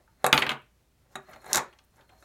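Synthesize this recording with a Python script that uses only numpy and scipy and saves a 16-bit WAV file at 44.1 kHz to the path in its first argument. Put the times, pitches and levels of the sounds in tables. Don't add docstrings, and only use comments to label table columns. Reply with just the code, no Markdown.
import sys
import numpy as np
from scipy import signal
from scipy.fft import rfft, irfft
from scipy.io import wavfile
from scipy.ndimage import uniform_filter1d

SR = 44100
rng = np.random.default_rng(int(sys.argv[2]) if len(sys.argv) > 2 else 0)


def nominal_scale(level):
    x = np.asarray(level, float) / 20
    return 10 ** x


def dump_mix(stems):
    frames = np.atleast_2d(stems).T
    limited = np.clip(frames, -1, 1)
    pcm = np.round(limited * 32767).astype(np.int16)
    wavfile.write(sys.argv[1], SR, pcm)


N = 99048


def level(x, db):
    return x * nominal_scale(db) / np.sqrt(np.mean(x ** 2))


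def unit_energy(x):
    return x / np.sqrt(np.sum(x ** 2))


def fade(t, t60):
    return np.exp(-np.log(1000) * t / t60)


def ring(x, hz, t60):
    radius, angle = fade(1 / SR, t60), 2 * np.pi * hz / SR
    return signal.lfilter([0, radius * np.sin(angle)], [1, -2 * radius * np.cos(angle), radius ** 2], x)


def band(x, lo_hz, hi_hz):
    limits = [lo_hz, min(hi_hz, .45 * SR)]
    return signal.sosfilt(signal.butter(2, limits, "bandpass", fs=SR, output="sos"), x)


def even(x):
    spectrum = rfft(x, 2 * len(x))
    return irfft(spectrum / np.abs(spectrum))[:len(x)]


def add(out, start, sound):
    i = int(start * SR)
    out[i:i + len(sound)] += sound[:max(N - i, 0)]


def seconds(length):
    return np.arange(length) / SR


def walk(rate):
    hold = int(SR / rate)
    return uniform_filter1d(np.repeat(rng.standard_normal(N // hold + 1), hold), hold)[:N]


def curve(points):
    return np.interp(seconds(N), *np.array(points).T)


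# pitch in Hz, level in dB per Hz.
HISS = [(25, -28), (45, -10.5), (85, -9.5), (200, -14.5), (420, -22), (1140, -28), (5000, -34.5),
        (16000, -39)]
# pitch in Hz, level in dB, t60 in seconds.
HUM = [(59.8, -70, 0.48), (122, -75.5, 0.082)]


def floor():
    hz = np.arange(N // 2 + 1) * SR / N + 1
    table = np.array(HISS)
    tilt_db = np.interp(np.log(hz), np.log(table[:, 0]), table[:, 1])
    hiss = irfft(rfft(rng.standard_normal(N)) * nominal_scale(tilt_db), N)
    hum = sum(level(ring(rng.standard_normal(N), f, t60), db) for f, db, t60 in HUM)
    return level(hiss * nominal_scale(.7 * walk(rate=20)), -68) + hum


# pitch in Hz, t60 in seconds, level in dB.
ECHO = [(150, 0.17, -32.5), (389, 0.25, -27), (921.3, 0.21, -29.5), (2100, 0.29, -39.5), (4030, 0.13, -36),
        (6500, 0.15, -38.5), (12600, 0.048, -36)]


def room(x):
    t = seconds(SR // 2)
    tail = 0
    for hz, t60, db in ECHO:
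        tail = tail + nominal_scale(db) * fade(t, t60) * band(rng.standard_normal(len(t)), hz / 1.87, hz * 1.544)
    return signal.fftconvolve(x, tail * np.clip(t / 0.0013, 0, 1))[:N]


# start in seconds, level in dB, pitch in Hz, t60 in seconds.
BOOMS = [(0.079, -48.5, 910, .04), (.243, -28.5, 586, 0.16), (1.172, -41.5, 378, .15),
         (1.29, -54, 590, 0.11), (1.37, -53, 622, 0.14), (1.399, -57, 372, .1), (1.443, -47, 1410, 0.059),
         (1.47, -43, 600, 0.04), (1.545, -29, 357.6, 0.1), (1.565, -28, 584, 0.054), (1.98, -50, 920, 0.07),
         (2.14, -63, 637, .2), (2.226, -47, 700, 0.073)]


def hollow():
    out, t = np.zeros(N), seconds(SR // 3)
    rise = 1 - np.exp(-t / 0.0084)
    for start, db, hz, t60 in BOOMS:
        add(out, start, nominal_scale(db) * fade(t, t60) * rise * np.sin(2 * np.pi * hz * t))
    return out


# time in seconds, level in dB.
BRUSHING = [(0, -87), (.18, -88), (.235, -75), (.3, -94.5), (1.079, -94.5), (1.13, -69.5), (1.199, -86.5),
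            (1.27, -76), (1.329, -69.5), (1.39, -74.5), (1.42, -74), (1.47, -67.5), (1.53, -54.5),
            (1.62, -78), (1.901, -87.5), (1.96, -80.5), (2.05, -83.5), (2.246, -69.5)]
# pitch in Hz, width in Hz, level in dB.
BRUSHED_RINGS = [(4200, 180, -3.5), (6200, 2400, -3), (9600, 670, -10.5), (11800, 1400, -8),
                 (14300, 3000, -8.5)]


def rustle():
    out, brush_db = np.zeros(N), curve(BRUSHING)
    for hz, width, db in BRUSHED_RINGS:
        grain = rng.standard_normal(N) * rng.random(N) ** 5
        patchy = nominal_scale(brush_db + 4 * walk(rate=55))
        out += level(band(grain, hz - width / 2, hz + width / 2), db) * patchy
    return out


def body(strong, field, count=260):
    f = np.array(field)
    low, high = np.sqrt(f[0, 0]), np.sqrt(f[-1, 0])
    place = (np.arange(count) + rng.random(count)) / count
    hz = (low + (high - low) * place) ** 2
    db, t60 = [np.interp(np.log(hz), np.log(f[:, 0]), column) for column in f.T[1:]]
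    rows = np.vstack([strong, np.array([hz, db, t60]).T])
    t = seconds(SR // 4)
    sines = np.sin(2 * np.pi * rows[:, :1] * t)
    return rows[:, 0], nominal_scale(rows[:, 1:2]) * fade(t, rows[:, 2:]) * sines


def strike(modes, treble_from_hz, treble_db, bass_db):
    hz, sines = modes
    share, side = rng.standard_normal((len(hz), 2)).T
    treble = treble_db / (1 + (treble_from_hz / hz) ** 9)
    bass = bass_db * (hz < 750)
    return (nominal_scale(2.2 * share + treble + bass) * np.sign(side)) @ sines


# pitch in Hz, level in dB, t60 in seconds.
TABLE_MODES = [(75, -5, .08), (137, -11, .18), (270, -8, .1), (595, -3, .07), (688, -5, .06),
               (1087, -6, .05), (1545, -4, .045), (1860, -4, .045), (2572, -2, .04), (2885, -4, .04),
               (3175, -2, .04), (3395, -4, .035), (3960, -3, .025), (4300, -6, .018)]
# pitch in Hz, level in dB, t60 in seconds.
TABLE_LESSER = [(205.2, -16.5, 0.095), (700, -13, 0.095), (1830, -4.5, 0.028), (2950, -4.5, 0.028),
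                (4270, -8.5, 0.019), (4940, -18, 0.0067), (6955, -21.5, 0.015), (10490, -38.5, 0.005),
                (15514, -42, 0.016)]


def table_top():
    return body(TABLE_MODES, TABLE_LESSER)


# pitch in Hz, level in dB, t60 in seconds.
STACK_MODES = [(137, -17, .15), (270, -10, .07), (377, -11, .08), (595, 0, .07), (930, -8, .03),
               (1100, -7, .03), (1670, -4, .03), (2590, -11, .025), (3800, -5, .022), (4050, -11, .018),
               (6970, -12, .028), (9600, -20, .015), (11200, -18, .018), (14200, -22, .012)]
# pitch in Hz, level in dB, t60 in seconds.
STACK_LESSER = [(210.4, -19, 0.0057), (700, -8.5, 0.022), (1782, -6.5, 0.013), (3132, -36, 0.082),
                (4200, -29.5, 0.02), (4960, -38, 0.0097), (6860, -21, 0.022), (11000, -32.5, 0.016)]


def magnet_stack():
    return body(STACK_MODES, STACK_LESSER)


# time in seconds, level in dB.
SLIDING = [(0, -76), (.15, -85.5), (.23, -63.5), (0.299, -51.5), (.6, -87.5), (1.09, -82.5), (1.14, -62.5),
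           (1.2, -95), (1.259, -63), (1.34, -59), (1.4, -69), (1.501, -46), (1.574, -29.5), (1.62, -87),
           (1.75, -73), (1.9, -83), (1.989, -60), (2.048, -80), (2.131, -69.5), (2.246, -74)]


def slide(stack):
    grains_per_s, scatter_db, grip_t60_s = 900, 2.2, .07
    out = np.zeros(N)
    moving = nominal_scale(curve(SLIDING) + 2.5 * walk(rate=32)) / 2
    for _ in range(4):
        when, side, size = rng.random((N, 3)).T
        slips = (when < grains_per_s / SR) * np.sign(side - .5)
        grains = slips * nominal_scale(-scatter_db * np.log(1 - size))
        grains = level(grains * nominal_scale(6 * walk(rate=25)), 0) * moving
        spot = strike(stack, treble_from_hz=3000, treble_db=-4, bass_db=3)
        spot = unit_energy(spot * fade(seconds(len(spot)), grip_t60_s))
        out += signal.fftconvolve(grains, spot)[:N] + nominal_scale(-18) * band(grains, 2500, 16000)
    return out


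# start in seconds, peak level in dB, centre pitch in Hz, length in milliseconds.
SHORT_TICKS = [(.2565, -34, 10000, 1.9), (.3277, -15.5, 12700, 0.69), (.4228, -14.5, 2100, 9.8),
               (.4925, -14.5, 2800, 2.5), (1.1552, -37, 1406, 3.9), (1.13, -63, 1306, 10),
               (2.121, -51.5, 907, 5.6), (.244, -21.5, 3600, 5.7), (.345, -29, 11500, 5.2),
               (.369, -29, 11400, 2.2), (0.3774, -33, 12000, 1), (.382, -36, 11000, 2),
               (.393, -33, 11460, 5.5), (.4195, -36, 9070, 1.4), (0.4221, -40, 12380, 1.3),
               (.456, -66, 12000, 1.5), (0.4658, -37, 11410, 1.2), (0.4918, -36, 12200, 1.1),
               (.5045, -47, 11000, 1.3), (.511, -60, 11500, 1.3), (.528, -59, 12100, 1.5),
               (.536, -53, 11500, 1.5), (1.232, -62, 12950, 1.5), (1.3124, -52, 11000, 2.8),
               (1.3337, -50, 5800, 4), (1.3612, -56, 11000, 1.5), (1.416, -56, 10500, 2),
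               (1.46, -43.5, 8450, 3.1), (1.478, -47, 11500, 3), (1.735, -65, 8500, 1.8),
               (1.7874, -52.5, 5140, 3.8), (1.7908, -70, 10000, 1.4), (1.8393, -57.5, 8530, 1.8),
               (1.847, -60, 13450, 1.9), (1.908, -65, 9520, 2.9), (1.959, -60.5, 6520, 8),
               (1.968, -62, 10050, 3.5), (2.011, -63, 4400, 3.4), (2.095, -61, 7940, 2.6),
               (2.2254, -62, 10500, 3.1), (2.241, -61, 8970, 2.6), (0.077, -54.5, 1550, 5)]


def ticks():
    out, t = np.zeros(N), seconds(SR // 30)
    spread = 1.2
    for start, db, hz, length_ms in SHORT_TICKS:
        scratch = rng.standard_normal(len(t)) + 2 * (t == 0)
        sound = band(scratch * np.exp(-t * 1000 / length_ms), hz / spread, hz * spread)
        add(out, start, nominal_scale(db) * sound / np.abs(sound).max())
    return out


def hits(events, modes, treble_from_hz, buzz_db):
    out, t = np.zeros(N), seconds(SR // 8)
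    for start, db, treble_db, bass_db, contact_ms in events:
        gain = nominal_scale(db + 27)
        rattle, noise, rough = rng.standard_normal((3, len(t)))
        touch = (t == 0) * 2 / contact_ms
        push = unit_energy(rattle * np.exp(-t * 1000 / contact_ms)) + touch
        push = even(push) * np.exp(-t * 250 / contact_ms)
        spot = strike(modes, treble_from_hz, treble_db, bass_db)
        add(out, start, gain * unit_energy(signal.fftconvolve(push, spot)))
        buzz = band(noise * rough * fade(t, 0.12), 5200, 13000)
        add(out, start, gain * nominal_scale(buzz_db + treble_db) * unit_energy(buzz))
    return out


# start in seconds, level in dB, treble in dB, bass in dB, contact in milliseconds.
STACK_KNOCKS = [(.002, -63.5, -18, 10, 20), (.243, -19, -0.5, 1.5, 2.9), (.2555, -36, -4, -4, 4.9),
                (.2642, -23, 0, -6, 2.5), (1.1552, -35, 3, -6, 3.56), (1.285, -52, -9.5, 8, 4.4),
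                (1.361, -48.5, -7.5, 2.5, 2.4), (1.418, -57, 5.5, -3, 16), (1.444, -49.5, 1.5, -14, 2),
                (1.464, -45, 4.5, 5.5, 3.4), (1.51, -47.5, 4, -2, 20), (1.543, -26.5, 1.5, -11.5, 5.5),
                (1.553, -30.5, 9, -14, 12), (1.5625, -30, 4.5, -8.5, 5.4), (1.5685, -31, 19.5, -18, 8.6),
                (1.579, -25.5, 3.5, -17, 4.1), (1.591, -35, -3, -9.5, 3.5), (1.601, -44.5, -13, 19, 3),
                (1.64, -50, -18, 6, 2.6), (1.98, -76, -15, 26, 1.7), (2.225, -56, 0, 3.5, 2)]


def knocks(stack):
    return hits(STACK_KNOCKS, stack, treble_from_hz=3000, buzz_db=-31.5)


# start in seconds, level in dB, treble in dB, bass in dB, contact in milliseconds.
TABLE_BOUNCES = [(.328, -11.5, 5, -5.5, 1.7), (.3777, -19, 7.5, -4.5, 1.36),
                 (.4205, -30.5, -11, -15.5, 0.72), (.423, -23.5, 1.5, -1, 2.6),
                 (.466, -28.5, -6, 0.5, 3.56), (.4925, -27.5, 5.5, -6.5, 5.1),
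                 (.5045, -31.5, -13.5, -3.5, 3), (.516, -30.5, 0, -7, 4.2), (1.332, -51.5, -7, -2.5, 7.1),
                 (1.727, -57.5, 2, -5, 7.2), (1.788, -59, 9, -13, 5.1), (2.008, -61.5, 6, -5, 5),
                 (2.092, -57.5, -7, 1, 8)]


def bounces(table):
    return hits(TABLE_BOUNCES, table, treble_from_hz=4500, buzz_db=-27)


# start in seconds, peak level in dB, ring pitch in Hz, upper ring level in dB.
MAGNET_SNAPS = [(.243, -18, 9500, 3), (.2647, -9, 8600, 3), (.2652, -10, 8600, 4), (.619, -56, 13000, 0),
                (1.5314, -.5, 6600, -11), (1.534, -16, 9300, -6), (1.541, -22, 7200, -10),
                (1.5478, -6, 6700, -12), (1.5578, -2.5, 7000, -7), (1.566, -18, 6600, -8),
                (1.5717, -7, 6900, -9), (1.577, -16, 6800, -6), (1.582, -17, 6800, -6)]


def snaps():
    out, t = np.zeros(N), seconds(SR // 10)
    for start, db, hz, upper_db in MAGNET_SNAPS:
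        rebounds = rng.standard_normal(len(t)) * rng.random(len(t)) ** 4
        chatter = nominal_scale(-18.5) * rebounds * fade(t, .03)
        push = chatter - (t == 0)
        sound = ring(push, hz, 0.0015)
        sound = sound + nominal_scale(upper_db) * ring(push, 11000, 0.0019)
        sound = sound + nominal_scale(-10.5) * band(push, 3500, 15000)
        sound = band(sound, 3000, 14000) + nominal_scale(13.5) * band(chatter, 6500, 8700)
        add(out, start, -nominal_scale(db) * sound / np.abs(sound).max())
    return out


def scene():
    table, stack = table_top(), magnet_stack()
    near = bounces(table) + knocks(stack) + snaps() + slide(stack)
    near = near + hollow() + ticks() + rustle()
    return (band(near + room(near), 70, 21000) + floor())[None]


def band_limit(x):
    return signal.sosfilt(signal.butter(12, 16980, fs=SR, output="sos"), x)


def record(dry):
    clipped = np.clip(dry, -.86, .86)
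    top_cut = signal.ellip(6, .3, 50, 16300, fs=SR, output="sos")
    return band_limit(signal.sosfilt(top_cut, clipped))


dry = scene()
out = record(dry)
dump_mix(out)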